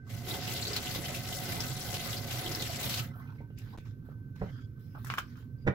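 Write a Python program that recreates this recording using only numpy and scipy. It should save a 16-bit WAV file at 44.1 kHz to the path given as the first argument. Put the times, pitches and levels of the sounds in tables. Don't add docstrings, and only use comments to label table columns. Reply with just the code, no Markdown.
import sys
import numpy as np
from scipy import signal
from scipy.fft import irfft
from scipy.io import wavfile
from scipy.ndimage import uniform_filter1d

SR = 44100
rng = np.random.default_rng(int(sys.argv[2]) if len(sys.argv) > 2 else 0)


def volts_from_decibels(level):
    exponent = np.asarray(level, float) / 20
    return 10 ** exponent


def waveform_to_disk(signal):
    frames = np.transpose(np.atleast_2d(signal))
    scaled = np.clip(frames, -1, 1) * 32767
    samples = np.round(scaled).astype(np.int16)
    wavfile.write(sys.argv[1], SR, samples)


N = 253134
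SHUT_S, LAST_SPRAY_S = 3.13, 3.08

# time_s [s], flow_db [dB], fineness_db [dB]
FLOW = [(0, -117, 8), (.06, -81, -2), (.098, -59, -2.5), (.25, -53, -5.5), (.3, -46.5, -0.5),
        (.41, -48, -8), (.5, -43, -5), (.76, -46.5, -6.5), (.96, -46, -5.5), (1.2, -47, -4),
        (1.77, -48.5, -2.5), (2.1, -46, -3.5), (2.26, -51, -1.5), (2.36, -45.5, -4.5), (2.77, -46.5, -6.5),
        (2.85, -41.5, -2), (3.0, -44.5, -6), (3.1, -74, -22)]
# pitch_hz [Hz], likeness [0-1]
SAME = [(60, 0.91), (130, 1), (290, 0.89), (640, 0.36), (1400, 0.), (16000, 0.)]


def evened(x):
    return x / np.sqrt(np.mean(x ** 2) + 1e-20)


def read(points, hz, axis=1):
    table = np.transpose(points)
    return np.interp(np.log(hz + 1), np.log(table[0] + 1), table[axis])


def curve(rows, t):
    s, *columns = np.transpose(rows)
    return [np.interp(t, s, c) for c in columns]


def grid(size):
    hz = np.fft.rfftfreq(size, 1 / SR)[:, None]
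    return hz, np.arange(N * 4 // size + 5) * size / 4 / SR


def noise(gain):
    size = 2 * len(gain) - 2
    overlap = size * 3 // 4
    a, b, c, d = rng.standard_normal((gain.shape[1], len(gain), 4)).T
    same = np.clip(read(SAME, grid(size)[0]), -1, 1)
    left = a + 1j * b
    right = same * left + np.sqrt(1 - same ** 2) * (c + 1j * d)
    z = np.array([left, right])
    plain = signal.istft(left[:, :400], nperseg=size, noverlap=overlap)[1]
    scale = np.sqrt(np.mean(plain ** 2))
    return signal.istft(z * gain, nperseg=size, noverlap=overlap)[1][:, :N] / scale


def patches(shape, bins, frames):
    field = rng.standard_normal(shape[::-1]).T
    smooth = uniform_filter1d(field, bins, axis=0)
    return evened(uniform_filter1d(smooth, frames, axis=1))


def band(hz, spectrum, lo_hz, hi_hz):
    db = read(spectrum, hz)
    inside = (hz > lo_hz) * (hz < hi_hz)
    return db - 10 * np.log10(np.sum(volts_from_decibels(2 * db) * inside) / len(hz))


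def ring(modes, detune=0.915, size=SR // 5):
    t = np.arange(size) / SR
    return sum((-1) ** k * volts_from_decibels(db - 60 * t / t60) * np.sin(2 * np.pi * hz * detune * t)
               for k, (hz, db, t60) in enumerate(modes))


def add(mix, s, sound):
    part = mix[round(s * SR):][:len(sound)]
    part += sound[:len(part)]


def scatter(per_s, spread_db, cap):
    out, count = np.zeros(N), int(per_s * N / SR)
    place, size = rng.random((count, 2)).T
    out[(place * N).astype(int)] = volts_from_decibels(spread_db * np.minimum(-np.log(size + 1e-9), cap))
    return out


def spray():
    # pitch_hz [Hz], density_db [dB per Hz]
    spray_colour = [(300, -24.5), (900, -7.5), (1800, -8), (3200, -3), (4200, -2.5), (6000, -5.5),
                    (11000, 0), (16000, -1)]
    # start_s [s], level_db [dB], pitch_hz [Hz], broad [0-1]
    splashes = [(0.066, -35, 1200, 0.03), (0.1, -34, 2110, 0.14), (0.2827, -35, 3680, 1),
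                (0.308, -17, 3800, 0.1), (0.3375, -31, 3300, 0.7), (0.4748, -24, 2860, 0.3),
                (0.624, -17, 4260, 0), (0.6511, -18, 4060, 0.02), (0.679, -24, 4670, 0.1),
                (0.7302, -21, 4800, 0.28), (0.7625, -19, 4240, 0.58), (0.868, -21, 3060, 0.07),
                (0.9462, -30, 3650, 1), (1.055, -21, 3070, 0), (1.146, -26, 2580, 0.46),
                (1.324, -25.5, 3200, 0.33), (1.453, -32.5, 5250, 0.57), (1.519, -21, 1960, 0.33),
                (1.6031, -19, 5400, 0.31), (1.8103, -27, 5430, 0), (1.941, -24, 2940, 0.59),
                (2.13, -29.5, 3250, 0.52), (2.167, -21.5, 4680, 0), (2.3076, -33, 2950, 1),
                (2.4601, -19.5, 3340, 0.15), (2.547, -19, 5230, 0.27), (2.6207, -21.5, 3580, 0.4),
                (2.829, -32.5, 3870, 1), (2.902, -31.5, 3960, 0.95), (2.9924, -24.5, 2800, 0.37),
                (0.2623, -40, 2980, 0), (0.612, -21.5, 7600, 0), (0.6684, -19, 4300, .05),
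                (0.9065, -34, 4580, 0.75), (1.0804, -31, 2040, 0.5), (1.4865, -31, 4690, 0.4),
                (1.677, -26, 8040, .02), (1.696, -29, 7600, 0), (1.8532, -25, 1540, 0),
                (1.926, -33, 5850, .3), (2.0015, -33, 3550, .2), (2.0443, -34, 4190, .2),
                (2.1026, -27, 1500, 0), (2.4369, -38, 2990, 0), (2.5152, -24, 5250, 0),
                (2.596, -24.5, 4200, .2), (2.9736, -28, 4620, 0.6), (1.635, -22.5, 1490, 0.35),
                (0.548, -32, 3320, 0.1), (1.753, -33, 3920, 0.03)]
    burst_t60_s, burst_db, slower_per_db = 0.061, -17.5, 0.076
    hz, t = grid(256)
    level_db, fineness_db = curve(FLOW, t)
    mist_db = level_db + fineness_db
    high = np.clip((hz - 7500) / 3000, 0, 1)
    field_db = band(hz, spray_colour, 2500, 8950)
    field_db = field_db + (1 - high) * (level_db + 0.33) + high * (mist_db + 5.0)
    shape = field_db.shape
    field_db += 1.8 * patches(shape, 9, 16)
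    field_db += 2.27 * patches(shape, 60, 4)
    field_db += 1.7 * patches(shape, 25, 40)
    power = volts_from_decibels(2 * field_db) * (t < FLOW[-1][0])
    for s, db, centre_hz, broad in splashes:
        t60 = burst_t60_s * np.exp(slower_per_db * (burst_db - db))
        peak = np.exp(-(np.log((hz + 1) / centre_hz) / 0.15) ** 2)
        hump = volts_from_decibels(read(spray_colour, hz) * 0.92) * (abs(broad) + peak)
        now = (t > s + .0015) & (t < s + t60)
        power[:, now] += (hump * volts_from_decibels(db + 0.5 - 60 * (t[now] - s) / t60)) ** 2
    return noise(np.sqrt(power))


def bubbles(per_s=340.0):
    level_db = curve(FLOW, np.arange(N) / SR)[0]
    out = np.zeros((2, N))
    for hz in np.geomspace(280, 6000, num=16):
        t = np.arange(int(14 * SR / hz)) / SR
        rising = np.sin(2 * np.pi * hz * t * (1 + 0.0051 * hz * t))
        tone = rising * np.exp(-t * hz / 7.3) * np.minimum(t * hz, 1)
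        hits = scatter(per_s / 16, 5.4, 2.6) * (hz / 1000) ** 0.21
        out += signal.oaconvolve(hits, tone)[:N] * rng.uniform(0.091, 1, (2, 1))
    return volts_from_decibels(level_db - 18.0) * evened(out) * (np.arange(N) < LAST_SPRAY_S * SR)


def sink():
    # pitch_hz [Hz], level_db [dB], t60_s [s]
    basin_modes = [(139, 2, 0.057), (185, -1.5, 0.16), (250.6, -3, 0.13), (333, 1, 0.049),
                   (375.6, 0.5, 0.063), (420, -4, 0.12), (550.8, 0, 0.081), (682, -5.5, 0.12),
                   (737.5, -0.5, 0.13), (900, -8.5, 0.058), (1290, -3.5, 0.039), (1520, -2, 0.046),
                   (2045, -7, 0.091), (1069, -8, 0.036)]
    # time_s [s], level_db [dB]
    landing = [(0, -9), (.2, -3), (.3, 1), (.8, -1), (1.2, -1), (1.6, 0.5), (2.3, 0), (2.85, -2.5),
               (2.97, -5.5), (3.13, -3.5)]
    base_db, follows, full_flow_db = -49, 0.36, -47.5
    t = np.arange(N) / SR
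    drum_db = base_db + curve(landing, t)[0] + follows * (curve(FLOW, t)[0] - full_flow_db)
    out = np.zeros((2, N))
    for spot in rng.standard_normal((3, len(basin_modes) + 1)):
        slow = uniform_filter1d(rng.standard_normal(N // 100 + 1), 40)
        wander = evened(np.repeat(slow, 100)[:N])
        struck = rng.random((2, N)) < 500. / SR
        size_db = 3.36 * np.minimum(rng.exponential(1, (2, N)), 5)
        blows = struck * volts_from_decibels(size_db + 2.17 * wander)
        blows *= rng.choice([-1., 1.], (2, N))
        modes = [(hz, db + 2.0 * d, t60) for (hz, db, t60), d in zip(basin_modes, spot)]
        body = ring(modes, 1 + 0.0059 * spot[-1])
        out += signal.oaconvolve(blows + 0.45 * blows[::-1], body[None], axes=1)[:, :N]
    return evened(out) * volts_from_decibels(drum_db + 1.5) * np.clip((SHUT_S - t) / 0.0072, 0, 1)


def fizz(per_s=1500.0):
    # pitch_hz [Hz], relative_size [ratio]
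    droplet_sizes = [(1500, 0.5), (4000, 0.87), (8000, 1.5), (14000, 2.6)]
    level_db = curve(FLOW, np.arange(N) / SR)[0]
    out = np.zeros((2, N))
    for hz in np.geomspace(1500, 14000, num=12):
        t = np.arange(int(10 * SR / hz)) / SR
        tick = np.sin(2 * np.pi * hz * t) * np.exp(-t * hz / 2.8) * read(droplet_sizes, hz)
        hits = np.array([scatter(per_s / 12, 5.0, 3.5) for side in range(2)])
        out += signal.oaconvolve(hits + 0.17 * hits[::-1], tick[None], axes=1)[:, :N]
    return volts_from_decibels(level_db - 10.0) * evened(out) * (np.arange(N) < LAST_SPRAY_S * SR)


def fan():
    # pitch_hz [Hz], density_db [dB per Hz]
    fan_colour = [(20, -26), (65, -9.5), (90, -7.5), (110, 3.5), (135, -2.5), (190, -17), (242, -10),
                  (310, -23), (500, -33), (800, -59), (1250, -50.5), (3000, -60.5), (16000, -65)]
    # time_s [s], level_db [dB]
    whistle_levels = [(0, -66), (.08, -65), (.2, -82), (3.1, -72), (3.22, -69), (3.3, -68.5), (3.5, -69.5),
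                      (4.12, -73), (4.17, -69), (4.55, -66.5), (4.8, -73), (5.1, -69), (5.25, -69.5),
                      (5.7, -73.5)]
    rumble_db, pipe_db, fade_in_s = -49, 2.5, 0.11
    hz, frames = grid(4096)
    t = np.arange(N) / SR
    whistle_db = curve(whistle_levels, t)[0]
    low = np.clip((400 - hz) / 200, 0, 1)
    low_db = rumble_db + pipe_db * (frames < SHUT_S) - 9 * np.clip(1 - frames / fade_in_s, 0, 1)
    level_db = low * low_db + (1 - low) * -48
    rumble = noise(volts_from_decibels(band(hz, fan_colour, 85, 150) + level_db + 2.5))
    wander = uniform_filter1d(rng.standard_normal((2, N)), 900)
    wander = evened(uniform_filter1d(wander, 900))
    phase = 2 * np.pi * np.cumsum(1532 + 14 * wander[0]) / SR
    whistle = np.sin(phase + np.array([[0], [1.9]]))
    return rumble + volts_from_decibels(whistle_db + 3 * wander[1]) * whistle


def surges(width_hz=53.0):
    # middle_s [s], half_length_s [s], level_db [dB], pitch_hz [Hz]
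    ropes = [(0.312, .06, -49, 372), (.35, .025, -47.5, 830), (0.69, 0.057, -48, 410), (1, 0.029, -49, 300),
             (1.598, 0.012, -47.5, 900), (1.97, 0.054, -53, 520), (2.498, .1, -48, 350),
             (2.849, .03, -50, 610), (3, 0.022, -64, 410), (1.1, 0.018, -46, 613), (2.7, .02, -47.5, 660),
             (1.55, .1, -52.5, 725), (1.9, .12, -54, 745), (2.4, 0.15, -52.5, 736), (2.15, .1, -54.5, 550),
             (2.6, 0.044, -50, 425), (2.07, .03, -52, 1250), (3.0, .015, -51.5, 1300)]
    out, t = np.zeros(N), np.arange(N // 8) / SR
    r = np.exp(-np.pi * width_hz / SR)
    for (s, half, db, hz), churn in zip(ropes, rng.standard_normal((len(ropes), len(t)))):
        poles = [1, -2 * r * np.cos(2 * np.pi * hz / SR), r * r]
        tone = evened(signal.lfilter([1, 0, -1], poles, churn))
        add(out, s - 2 * half, volts_from_decibels(db) * np.exp(-(t / half - 2) ** 2) * tone)
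    return out


def knocks():
    # start_s [s], level_db [dB], contact_s [s], scuff_db [dB relative to blow]
    blows = [(0.957, -27.5, 0.00041, -30), (0.975, -36, 0.00045, -34), (3.403, -41.5, 0.00031, -43.5),
             (3.502, -43, 0.00056, -36), (3.734, -52, 0.00018, -25), (3.747, -48, 0.00024, -31),
             (4.086, -40.5, 0.00052, -42), (4.4113, -31, 0.0019, -43), (4.426, -34, .004, -40),
             (4.414, -34, 0.00017, -30), (4.418, -27.5, 0.00041, -32), (4.423, -31.5, 0.00025, -35),
             (4.4327, -28.5, 0.0017, -32), (4.439, -33, 0.00048, -26), (4.95, -45, 0.00011, -8),
             (5.651, -33.5, 0.0051, -43), (5.667, -22.5, 0.0005, -18), (5.671, -21, .00022, -13.5),
             (5.676, -19, 0.000096, -21), (5.682, -19, 0.00019, -33), (5.69, -24.5, 0.001, -42),
             (5.6968, -29, 0.00066, -22), (5.7035, -39, .0003, -18)]
    # pitch_hz [Hz], level_db [dB], t60_s [s]
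    worktop_modes = [(93.5, -4.5, 0.056), (189, -5, 0.051), (284, -9, 0.035), (468, 8, 0.014),
                     (620, -9, 0.019), (760, 0, 0.022), (867, -1, 0.015), (1486, 2.5, 0.019),
                     (1923, 2, 0.02), (2400, -3, .02)]
    out, t = np.zeros(N), np.arange(SR // 10) / SR
    draws = zip(blows, rng.random((len(blows), 61)), rng.standard_normal((len(blows), len(t))))
    for (s, db, contact, scuff_db), chance, grit in draws:
        small = [(hz, -16 + 2.4 * np.log2(hz / 200), 0.73 / np.sqrt(hz)) for hz in 420 * 9.3 ** chance[1:]]
        push = t[:600] / contact * np.exp(-t[:600] / contact)
        body = ring(worktop_modes + small, 0.96 + 0.051 * chance[0], size=len(t))
        sound = signal.oaconvolve(body, push)[:len(t)]
        sound = sound * np.minimum(t / 0.0024, 1)
        scuff = signal.lfilter([1, -.97], [1, -1.6, .66], grit)
        scuff = scuff * np.minimum(t / 0.0035, 1) * volts_from_decibels(scuff_db - 16.0 - 60 * t / 0.066)
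        add(out, s, volts_from_decibels(db) * (sound / abs(sound).max() + scuff))
    return out


def hands():
    # pitch_hz [Hz], density_db [dB per Hz]
    rubbing_colour = [(300, -22), (600, 3), (1400, 8.5), (2000, 3.5), (2600, 1.5), (4100, 2), (6000, -3),
                      (8000, -6), (11000, 0.5), (16000, 5)]
    # start_s [s], length_s [s], level_db [dB], dull_db,
    # fine_db [dB relative]
    strokes = [(3.026, 0.016, -57.5, -9.5, -1), (3.156, 0.046, -83, 17, 11.5), (3.196, 0.17, -79, 5, -5),
               (3.577, 0.0099, -66.5, -36, -16), (3.604, 0.13, -70.5, -5, -8),
               (3.774, 0.017, -66.5, -18, -12), (3.854, 0.022, -70.5, -4.5, -12),
               (4.053, 0.067, -83.5, 8, 0.5), (4.361, 0.12, -71.5, -4, -11.5),
               (4.447, 0.024, -77, 7.5, -10), (4.492, 0.13, -74.5, -5.5, -13), (4.795, .2, -82.5, -15, 2.5),
               (4.985, 0.22, -75.5, -1, 2), (5.206, 0.13, -74, -7, -9), (5.37, 0.04, -71.5, -2, -5),
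               (5.608, 0.089, -85, -14, -17)]
    # start_s [s], end_s [s], pitch_hz [Hz], level_db [dB]
    slides = [
        (4.447, 4.517, 2030, -70),
        (4.47, 4.504, 3050, -73),
        (4.512, 4.665, 3270, -75),
        (4.537, 4.66, 4900, -80),
        (4.8, 4.995, 5100, -84.5),
        (3.727, 3.767, 900, -58),
        (4.945, 4.992, 756, -59),
        (4.946, 4.982, 1310, -54),
        (4.988, 5.02, 1240, -65),
        (5.58, 5.655, 4840, -82),
    ]
    # rustle_db, dull_db, fine_db [dB]
    still_db = (-99, -88, -87)
    rise_db_per_s, fall_db_per_s = 1498, 261
    hz, t = grid(256)
    parts = volts_from_decibels(2 * np.array(still_db))[:, None] * np.ones(len(t))
    for start, length, db, dull, fine in strokes:
        before_db = (start - t) * rise_db_per_s
        after_db = (t - start - length) * fall_db_per_s
        loss = np.maximum(np.maximum(before_db, after_db), 0)
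        parts = parts + volts_from_decibels(2 * (db + np.array([[0], [dull], [fine]]) - loss))
    level_db, dull_db, fine_db = 10 * np.log10(parts)
    low, high = np.clip((1900 - hz) / 500, 0, 1), np.clip((hz - 7500) / 3000, 0, 1)
    field_db = band(hz, rubbing_colour, 2500, 7500) + (1 - low - high) * (level_db - 1.0)
    field_db = field_db + low * (dull_db + 4.0) + high * (fine_db + 7.5)
    field_db += (1 - high) * 3.56 * patches(field_db.shape, 3, 40)
    field_db += 2.0 * patches(field_db.shape, 40, 5)
    power = volts_from_decibels(2 * field_db) * (t > strokes[0][0])
    for start, end, band_hz, db in slides:
        hiss = volts_from_decibels(2 * (db + 20.5)) * np.exp(-((hz - band_hz) / 120) ** 2)
        flicker = volts_from_decibels(3.0 * patches((1, len(t)), 1, 12))
        power += hiss * flicker * np.clip(np.minimum(t - start, end - t) / 0.0096, 0, 1)
    return noise(np.sqrt(power))


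def drips():
    # start_s [s], level_db [dB], pitch_hz [Hz]
    drops = [(3.112, -53, 1270), (3.132, -46, 1290), (3.155, -47.5, 705), (3.179, -61, 1750),
             (3.197, -47, 1077), (3.213, -54, 1970), (3.272, -56, 2400), (3.286, -52, 1370),
             (3.292, -52, 900), (3.205, -52, 1180), (3.342, -61, 1530), (3.382, -51, 2125),
             (3.39, -62.5, 2310), (3.408, -48, 900), (3.5, -64, 2750), (4.773, -56, 1230)]
    out, t = np.zeros(N), np.arange(2000) / SR
    for (s, db, hz), spatter in zip(drops, rng.standard_normal((len(drops), len(t)))):
        rough = 1 + 0.67 * evened(uniform_filter1d(spatter, 60))
        tone = np.sin(2 * np.pi * hz * t * (1 + 1.6 * t)) * rough
        add(out, s, volts_from_decibels(db - 60 * t / 0.056) * np.minimum(t / 0.008, 1) * tone)
    return out


def snaps():
    # start_s [s], level_db [dB], pitch_hz [Hz], crackle_db, hiss_db [dB relative]
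    fractures = [(3.584, -73.5, 1520, -3.5, 26), (5.0464, -45, 1140, -16.5, 16.5),
                 (5.062, -57, 1900, -2, 0), (5.069, -52.5, 1490, -2.5, 10), (5.074, -53, 1290, -8, 14),
                 (5.092, -54, 1490, -5, -5), (5.101, -29, 1300, -14, -32), (5.109, -42.5, 1200, -8, -3),
                 (5.118, -44, 1134, -7, -8), (5.1385, -29.5, 1395, -19.5, 2), (5.168, -50, 1290, -11, -8),
                 (5.175, -43, 1230, -3, -4), (5.191, -39, 1180, -19, -8), (5.1827, -25, 1385, -15, 0.5),
                 (5.2, -47, 1210, -27, -22), (5.356, -56, 1430, -12, -7)]
    crackle_t60_s, hiss_t60_s = 0.11, 0.095
    out, t = np.zeros((2, N)), np.arange(6000) / SR
    for (s, db, hz, crackle_db, fine_db), fibres in zip(fractures, rng.standard_normal((len(fractures), 3, len(t)))):
        modes = [(hz, -4.5, .02), (1.9 * hz, -8, .02), (1.12 * hz, 0.5, .008), (0.73 * hz, -14, .01),
                 (1.25 * hz, -7, .016), (2.36 * hz, -7, .014), (4.2 * hz, -14, .01)]
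        hollow = ring(modes, size=len(t))
        torn = fibres[:2] * volts_from_decibels(3.4 * evened(uniform_filter1d(fibres[2], 60)))
        crackle = signal.lfilter([1, -.95], [1, -1.82, .88], torn) * volts_from_decibels(-3.0 - 60 * t / crackle_t60_s)
        rung = signal.oaconvolve(crackle, hollow[None, :1500], axes=1)[:, :len(t)]
        crackle = crackle + volts_from_decibels(-25.0) * rung
        crackle = crackle + np.diff(torn, prepend=0) * volts_from_decibels(fine_db - 60 * t / hiss_t60_s)
        add(out[0], s, volts_from_decibels(db) * (hollow + volts_from_decibels(crackle_db) * crackle[0]))
        add(out[1], s + 0.00013, volts_from_decibels(db - 2.5) * (hollow + volts_from_decibels(crackle_db) * crackle[1]))
    return out


def kitchen(x):
    # pitch_hz [Hz], t60_s [s]
    room_decay = [(200, 0.15), (1000, 0.2), (4000, 0.18), (12000, 0.03)]
    taps = np.zeros((2, SR // 2))
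    jitter = rng.integers(0, 20, (2, (SR // 2 - 121) // 20))
    at = np.arange(120, SR // 2 - 20, 20) + jitter
    np.put_along_axis(taps, at, rng.choice([-1., 1.], at.shape), 1)
    hz, t, z = signal.stft(taps, SR, nperseg=256)
    same = np.clip(read(SAME, hz), 0, 1)[:, None]
    z = np.array([z[0], same * z[0] + np.sqrt(1 - same ** 2) * z[1]])
    decay = volts_from_decibels(-60 * t / read(room_decay, hz)[:, None])
    tail = signal.istft(z * decay, SR, nperseg=256)[1]
    return signal.oaconvolve(x, tail / np.linalg.norm(tail[0]), axes=1)[:, :N]


def scene():
    near = knocks() + drips() + surges()
    low = np.array([np.roll(near, 9), near]) + bubbles()
    high = snaps()
    walls = kitchen(volts_from_decibels(-8.0) * low + volts_from_decibels(-16.0) * high)
    return low + high + walls + spray() + sink() + hands() + fan() + fizz()


def roll_off(x):
    return signal.sosfilt(signal.butter(12, 16510, fs=SR, output="sos"), x)


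def record(dry):
    # pitch_hz [Hz], left_db [dB], right_db [dB]
    port_colours = [(22.1, -0.5, 9.5), (60, -2, 1.5), (147, -0.5, 5), (755, 0.5, 2.5), (2230, 1.5, 5.5),
                    (4000, 3, 2.5), (5700, 5.5, -1), (7970, 1, -24), (8550, -6.5, -55),
                    (10640, -4.5, -15.5), (11330, -2.5, -11.5), (15300, -5.5, -8)]
    # start_s [s], end_s [s]
    gap_s = (3.7665, 3.7753)
    # start_s [s], step [full scale]
    jumps = [
        (3.7756, .008),
        (3.7781, -.012),
        (3.7858, .016),
    ]
    edge_hz = 15800
    hz, t = np.fft.rfftfreq(2048, 1 / SR), np.arange(N) / SR
    colour_db = np.array([read(port_colours, hz), read(port_colours, hz, axis=2)])
    colour = volts_from_decibels(colour_db) * (hz < edge_hz)
    kernel = np.roll(irfft(colour), 1024, axis=1) * np.hanning(2048)
    padded = np.pad(dry, ((0, 0), (1024, 1023)), "reflect")
    x = signal.oaconvolve(padded, kernel, "valid", axes=1)
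    x = x * np.clip(np.maximum(gap_s[0] - t, t - gap_s[1]) / 0.0003, .06, 1)
    x = x + sum(step * np.clip((t - s) * SR / 2, 0, 1) * np.exp(-abs(t - s) / 0.0045) for s, step in jumps)
    return roll_off(x)


dry = scene()
out = record(dry)
waveform_to_disk(out)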